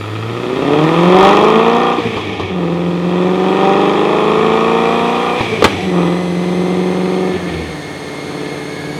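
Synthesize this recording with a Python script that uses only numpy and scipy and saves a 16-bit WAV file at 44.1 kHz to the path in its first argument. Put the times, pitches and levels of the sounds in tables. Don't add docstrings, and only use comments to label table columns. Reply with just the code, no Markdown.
import sys
import numpy as np
from scipy import signal
from scipy.fft import rfft, irfft, next_fast_len
from scipy.io import wavfile
from scipy.ndimage import uniform_filter1d

SR = 44100
rng = np.random.default_rng(int(sys.argv[2]) if len(sys.argv) > 2 else 0)


def master(y):
    cut = np.clip(np.atleast_2d(y).T, -1, 1)
    pcm = np.round(cut * 32767)
    wavfile.write(sys.argv[1], SR, pcm.astype(np.int16))


N = 396459
TIME = np.arange(N) / SR

# (time [s], low note level [dB], bark level [dB])
ENGINE_EFFORT = [(0, -32.5, -33), (.25, -29, -31), (.5, -19, -27), (.72, -12.5, -17), (.95, -13.5, -15),
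                 (1.1, -11.5, -13), (1.25, -8.5, -5.5), (1.42, -6.5, -11), (1.65, -11, -12.5),
                 (1.92, -13.5, -13.5), (2.03, -21, -26), (2.48, -26, -30), (2.62, -17.5, -25),
                 (3.0, -19, -27.5), (3.2, -15.5, -21), (3.35, -14.5, -22.5), (3.65, -11.5, -14),
                 (4.05, -10.5, -16), (4.55, -11.5, -15), (5.32, -16, -16), (5.47, -19, -26),
                 (5.85, -20, -34.5), (5.99, -14, -18.5), (6.3, -21, -30.5), (6.6, -16.5, -27.5),
                 (7.3, -16, -27.5), (7.4, -27.5, -33), (7.5, -21, -31), (7.8, -29.5, -55), (8.15, -28, -41),
                 (8.42, -23, -33), (8.7, -27, -37), (8.99, -25.5, -58)]
# (pulse strength [dB], delay down the pipe [firing periods])
CYLINDER_PULSES = [(4, 0.0506), (4.5, -0.009), (-3.6, 0.048), (-1, -0.238), (6, 0.004), (-0.5, 0.042),
                   (3.5, 0.0564), (-2.8, 0.076)]


def from_db(db):
    return 10 ** (np.asarray(db) / 20)


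def rms_one(x):
    return x / np.sqrt(np.mean(x ** 2) + 1e-20)


def levelled(x):
    return x / np.sqrt(np.abs(uniform_filter1d(x ** 2, SR // 10)) + 1e-12)


def in_time(rows):
    times, *columns = np.transpose(rows)
    return [np.interp(TIME, times, column) for column in columns]


def drift(rate_hz):
    step, settle = 40, 2000
    pole = np.exp(-2 * np.pi * rate_hz * step / SR)
    white = rng.standard_normal(N // step + settle + 2)
    slow = signal.lfilter([1], [1, -2 * pole, pole * pole], white)[settle:]
    return np.interp(np.arange(N) / step, np.arange(len(slow)), rms_one(slow))


def noise(spectrum, flow=1):
    size = next_fast_len(N)
    hz, db = np.transpose(spectrum)
    bins = np.arange(size // 2 + 1) * SR / size + 1
    colour = from_db(np.interp(np.log(bins), np.log(hz), db)) * np.minimum(1, hz[-1] / bins) ** 2
    return rms_one(irfft(rfft(rng.standard_normal(N) * flow, size) * colour, size)[:N])


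def workshop(x, wet_db, t60_s=.34):
    t = TIME[:SR // 2]
    tail = rng.standard_normal(len(t)) * from_db(-60 * t / t60_s) * (t > .004)
    return x + from_db(wet_db) * signal.fftconvolve(x, tail / np.linalg.norm(tail))[:N]


def whistle(hz, harmonic_db, wander_hz, rate_hz):
    phase = 2 * np.pi * np.cumsum(hz + wander_hz * drift(rate_hz)) / SR
    return np.sqrt(2) * sum(from_db(db) * np.sin(k * phase) for k, db in enumerate(harmonic_db, 1))


def dyno_rollers():
    # (time [s], whine pitch [Hz], whine level [dB], roar level [dB])
    rolling = [(0, 2360, -43, -34.5), (1, 2320, -61, -26.5), (2.2, 2470, -58, -32), (2.45, 2380, -65, -42),
               (2.6, 1410, -59, -35), (3.1, 1460, -51, -32.5), (3.5, 1576, -44, -30),
               (4.5, 1840, -40, -29.5), (5.35, 2050, -40.5, -27), (5.8, 1980, -36.5, -30.5),
               (7.3, 2159, -37.5, -30), (8.2, 2151, -36.5, -29.5), (8.6, 2150, -35.5, -30),
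               (8.99, 2225, -36, -29.5)]
    harmonics = [0, -7, -12, -14, -17, -27]
    # (frequency [Hz], level [dB])
    roar_colour = [(30, -42), (50, -26), (70, -4), (200, -15), (500, 2.5), (1000, -4), (1500, -8),
                   (2000, -7), (2800, -13.5), (3500, -9.5), (5000, -18.5), (9000, -28), (12000, -35.5),
                   (16000, -43)]
    hz, whine_db, roar_db = in_time(rolling)
    whine = whistle(hz, harmonics, wander_hz=34, rate_hz=190)
    whine += whistle(hz * .992, harmonics, wander_hz=75, rate_hz=400)
    return from_db(whine_db - 3.5) * whine + from_db(roar_db) * noise(roar_colour)


def turbo():
    # (time [s], pitch [Hz], level [dB])
    spool = [(0, 1720, -56), (3.6, 1920, -55), (4.5, 2330, -32.5), (5.2, 2467, -31), (5.5, 2380, -28),
             (5.95, 2066, -57), (6.5, 1994, -57), (7.35, 1730, -36), (7.6, 1816, -36.5), (8.2, 1765, -43),
             (8.99, 1678, -39)]
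    hz, db = in_time(spool)
    return from_db(db - 1 + 2 * drift(6)) * whistle(hz, [0], wander_hz=55, rate_hz=130)


def throttle_lifts(shut_s=.06, reopen_s=.1):
    # (shuts [s], reopens [s], whoosh level [dB], stumble level [dB])
    lifts = [(1.952, 2.483, -31, -24.5), (5.336, 5.831, -27.5, -29.5), (7.301, 7.353, -44, -22),
             (7.437, 7.667, -37.5, -32.5)]
    shut = whoosh = stumble = 0
    for shuts, reopens, whoosh_db, stumble_db in lifts:
        gate = np.clip((TIME - shuts) / shut_s, 0, 1) * np.clip(1 - (TIME - reopens) / reopen_s, 0, 1)
        shut += gate
        whoosh += from_db(whoosh_db) * gate
        stumble += from_db(stumble_db) * gate
    return shut, whoosh, stumble


def boost_vent():
    # (frequency [Hz], level [dB])
    vent_colour = [(1200, -61), (1900, -42), (2200, 12.5), (2450, 9), (2800, 1), (3400, 4), (4500, -27)]
    _, whoosh, _ = throttle_lifts()
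    return whoosh * noise(vent_colour)


def firing_pulses(firings, rough, scatter_db=2, jitter_periods=.01):
    number = np.arange(1, int(firings[-1]) - 1)
    strength_db, lag = np.array(CYLINDER_PULSES)[number % 8].T
    steep_db = 4 * (number % 8 == 0)
    slip, swell = rng.standard_normal((2048, 2))[number].T * np.interp(number, firings, rough)
    arrivals = np.interp(number + lag + jitter_periods * slip, firings, np.arange(N)).astype(int)
    pulses = np.zeros(N)
    pulses[arrivals] = from_db(strength_db + steep_db + scatter_db * swell)
    return pulses + 1e-18


def puffs(pulses, decay_s, steady):
    return rms_one(signal.lfilter([1], [1, -np.exp(-1 / (decay_s * SR))], pulses)) + steady


def exhaust_hiss(pulses, push_db):
    # (frequency [Hz], level [dB])
    gas_colour = [(1200, -25), (2500, 4), (4200, 3), (5000, 1), (6500, -3), (8000, -16.5), (10000, -13.5),
                  (13000, -30), (16000, -46)]
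    _, whoosh, _ = throttle_lifts()
    crackle = levelled(noise(gas_colour, puffs(pulses ** 2, decay_s=.0007, steady=.04)))
    crackle_gain = from_db(-52.5 + 1.68 * push_db)
    hiss = noise(gas_colour, puffs(pulses, decay_s=.0021, steady=1.2))
    hiss_gain = np.hypot(from_db(-50.5 + .34 * push_db), from_db(-11.5) * whoosh)
    return hiss_gain * hiss + crackle_gain * crackle


def pipe(x, modes, band_hz):
    out = 0
    for k, (hz, width_hz, db) in enumerate(modes):
        radius = np.exp(-np.pi * width_hz / SR)
        feed = np.array([1, 0, -1]) * (1 - radius ** 2) / 2
        feedback = [1, -2 * radius * np.cos(2 * np.pi * hz / SR), radius ** 2]
        out += (-1) ** k * from_db(db) * signal.lfilter(feed, feedback, x)
    return signal.sosfilt(signal.butter(4, band_hz, "band", fs=SR, output="sos"), out)


def pipe_ring(fronts, turbulence, lug_hz):
    # (frequency [Hz], width [Hz], level [dB])
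    mode = [(1270, 130, 0)]
    ring = pipe(turbulence + .5 * fronts, mode, band_hz=(1080, 1460))
    return from_db(-35) * np.minimum(lug_hz / 20, 1) * levelled(ring)


def pipe_rasp(fronts, turbulence, rough):
    # (frequency [Hz], width [Hz], level [dB])
    modes = [(1827, 140, 1), (2398, 260, 3), (2574, 283, 2), (3293, 275, -1.5), (3693, 430, -8)]
    rasp = pipe(fronts + 3.7 * rough * turbulence, modes, band_hz=(1400, 4600))
    return levelled(workshop(rasp, wet_db=-5.5))


def pipe_bark(fronts, turbulence, rough):
    # (frequency [Hz], width [Hz], level [dB])
    modes = [(615, 48, 2.5), (808, 207, -4.5), (1010, 113, 5), (1071, 266, 2), (1304, 216, -3)]
    edges = signal.sosfilt(signal.butter(2, 700, "high", fs=SR, output="sos"), fronts)
    bark = pipe(edges + .4 * rough ** 2 * turbulence, modes, band_hz=(558, 1450))
    return levelled(workshop(bark, wet_db=3.5))


def tailpipes(pulses, rough, spin_up, lug_hz):
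    _, bark_db = in_time(ENGINE_EFFORT)
    push_db = bark_db + 20
    shut, _, _ = throttle_lifts()
    fronts = levelled(pulses)
    turbulence = levelled(rng.standard_normal(N) * puffs(pulses, decay_s=.0026, steady=.4))
    bark = from_db(bark_db - 3) * pipe_bark(fronts, turbulence, rough)
    rasp_db = -29.5 + .74 * push_db + spin_up + .11 * lug_hz + 5 * shut
    rasp = from_db(rasp_db) * pipe_rasp(fronts, turbulence, rough)
    return bark + rasp + pipe_ring(fronts, turbulence, lug_hz) + exhaust_hiss(pulses, push_db)


def backfires():
    # (time [s], level [dB], crack against boom [dB], decay t60 [s], thump level [dB], attack [s])
    pops = [(1.983, -15, -35, .1, -4, .003), (2.164, -14, -24, .14, -14, .003),
            (2.396, -11, -18, .1, -12, .002), (5.406, -8.5, -20, .08, -20, .002),
            (5.623, 1.5, -26, .045, -20, .0003), (5.642, 3.5, -3, .07, -14, .0002)]
    # (frequency [Hz], level [dB])
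    boom_colour = [(30, -33), (90, 12), (250, 6.5), (450, 16), (650, -1.5), (850, 7), (1200, 13),
                   (1550, -57), (2400, -8.5), (4000, -7), (9000, -44)]
    # (frequency [Hz], level [dB])
    crack_colour = [(600, 9), (1800, 11), (3300, 6), (5000, -6.5), (9000, -11.5), (16000, -29)]
    thump_hz, thump_t60_s = 305, .06
    boom, crack, out = noise(boom_colour), noise(crack_colour), np.zeros(N)
    for start, db, crack_db, t60_s, thump_db, attack_s in pops:
        age = np.maximum(TIME - start, 0)
        blast = from_db(db - 60 * np.minimum(age / t60_s, 2)) * (boom + from_db(crack_db) * crack)
        thump_gain = from_db(thump_db - 60 * np.minimum(age / thump_t60_s, 2))
        thump = thump_gain * np.sin(2 * np.pi * thump_hz * age)
        out += np.minimum(age / attack_s, 1) * (blast + thump)
    return workshop(out, wet_db=-11)


def engine_harmonics(firings, firing_hz, rough, spin_up, waver_db=5):
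    # (frequency [Hz], level [dB])
    standing_waves = [(60, -41), (87, -7.5), (101, -35), (121, -24.5), (150, -8.5), (176, 1.3), (192, -7.5),
                      (209, -14), (222, -7.5), (257, -9), (290, -3), (304, 0.8), (327, -5.5), (367, 0),
                      (418, -8.5), (438, -1.5), (485, -6), (524, -9), (600, -15), (682, -17.5), (779, -6.5),
                      (844, -36), (976, -17.5), (1304, -18)]
    wave_hz, wave_db = np.transpose(standing_waves)
    step, orders = 100, np.arange(3, 44)
    strength_db, lag = np.transpose(CYLINDER_PULSES)
    pattern = np.exp(-2j * np.pi * np.outer(orders, np.arange(8) + lag) / 8) @ from_db(strength_db) / 8
    _, bark_db = in_time(ENGINE_EFFORT)
    tilt_db_per_octave = .19 * (bark_db[::step] + 20)
    bass_lag_cycles = .94
    cycle, out = firings / 8 % 1, 0
    for order, share in zip(orders, pattern):
        hz = order * firing_hz[::step] / 8
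        db = np.interp(np.log(hz), np.log(wave_hz), wave_db) + tilt_db_per_octave * np.log2(hz / 300)
        db += spin_up[::step] * (-3 if order % 8 else 1.5)
        db += waver_db * rough[::step] * drift(14.3)[::step]
        gain = np.interp(TIME, TIME[::step], np.abs(share) * from_db(db))
        phase = 2 * np.pi * (order * cycle - bass_lag_cycles * np.log(order)) + np.angle(share)
        out += gain * np.cos(phase.astype(np.float32))
    return np.sqrt(2) * out


def exhaust_note(firings, firing_hz, rough, spin_up, pulses):
    # (frequency [Hz], level [dB])
    stumble_colour = [(25, -38), (45, -37.5), (62, -29), (80, -9), (100, 7), (135, -15.5), (180, 4.5),
                      (300, 1.5), (450, 5), (560, -28.5), (750, 1), (1100, -41)]
    drone_hz, drone_width_hz = 111, 10
    note_db, _ = in_time(ENGINE_EFFORT)
    shut, _, lift_stumble = throttle_lifts()
    note = from_db(note_db - 1.73 - 1.8 * shut) * engine_harmonics(firings, firing_hz, rough, spin_up)
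    drone_gain = from_db(-22) * np.exp(-((firing_hz - drone_hz) / drone_width_hz) ** 2)
    drone = drone_gain * np.sin(2 * np.pi * firings)
    thud = shut * from_db(-30 + 4 * drift(12)) * np.sin(np.pi * firings + .5 * drift(10))
    stumble = levelled(noise(stumble_colour, puffs(pulses, decay_s=.0066, steady=.65)))
    running_gain = from_db(-36.5 + .083 * (note_db + 15) + 6.5 * spin_up)
    lift_gain = lift_stumble * from_db(2 * drift(14) - .5)
    return note + np.sqrt(2) * (drone + thud) + np.hypot(running_gain, lift_gain) * stumble


def scene():
    # (time [s], firing rate [Hz])
    revs = [(0.0, 103.6), (0.19, 108.8), (0.5, 124.8), (1.0, 171.1), (1.4, 208.8), (1.8, 239.4),
            (1.97, 240.4), (2.2, 212.2), (2.67, 168.8), (2.84, 174.6), (2.99, 174.6), (3.5, 188.4),
            (4.1, 208.6), (4.7, 226.5), (5.35, 242.0), (5.49, 223.1), (5.95, 176.9), (6.07, 172.3),
            (6.21, 180.0), (6.29, 175.2), (6.45, 178.5), (7.33, 185.8), (7.87, 142.3), (7.95, 144.0),
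            (8.49, 144.2), (8.99, 147.0)]
    fast_climb_hz_per_s, lug_below_hz = 90, 140
    firing_hz, = in_time(revs)
    shut, _, _ = throttle_lifts()
    climb = uniform_filter1d(np.gradient(firing_hz) * SR, SR // 4)
    spin_up = np.clip(climb / fast_climb_hz_per_s, 0, 1)
    lug_hz = np.maximum(lug_below_hz - firing_hz, 0)
    rough = .27 + .16 * spin_up + .62 * shut + .009 * lug_hz
    crank_wobble = (.008 * rough ** 2 + .03 * shut) * drift(30)
    firings = np.cumsum(firing_hz * (1 + crank_wobble)) / SR
    pulses = firing_pulses(firings, rough)
    engine = exhaust_note(firings, firing_hz, rough, spin_up, pulses)
    engine += tailpipes(pulses, rough, spin_up, lug_hz)
    return (engine + boost_vent() + backfires() + dyno_rollers() + turbo())[None]


def record(dry, cutoff_hz=16000):
    lowpass = signal.ellip(10, .1, 70, cutoff_hz, fs=SR, output="sos")
    return signal.sosfilt(lowpass, np.clip(dry, -1, 1))


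dry = scene()
out = record(dry)
master(out)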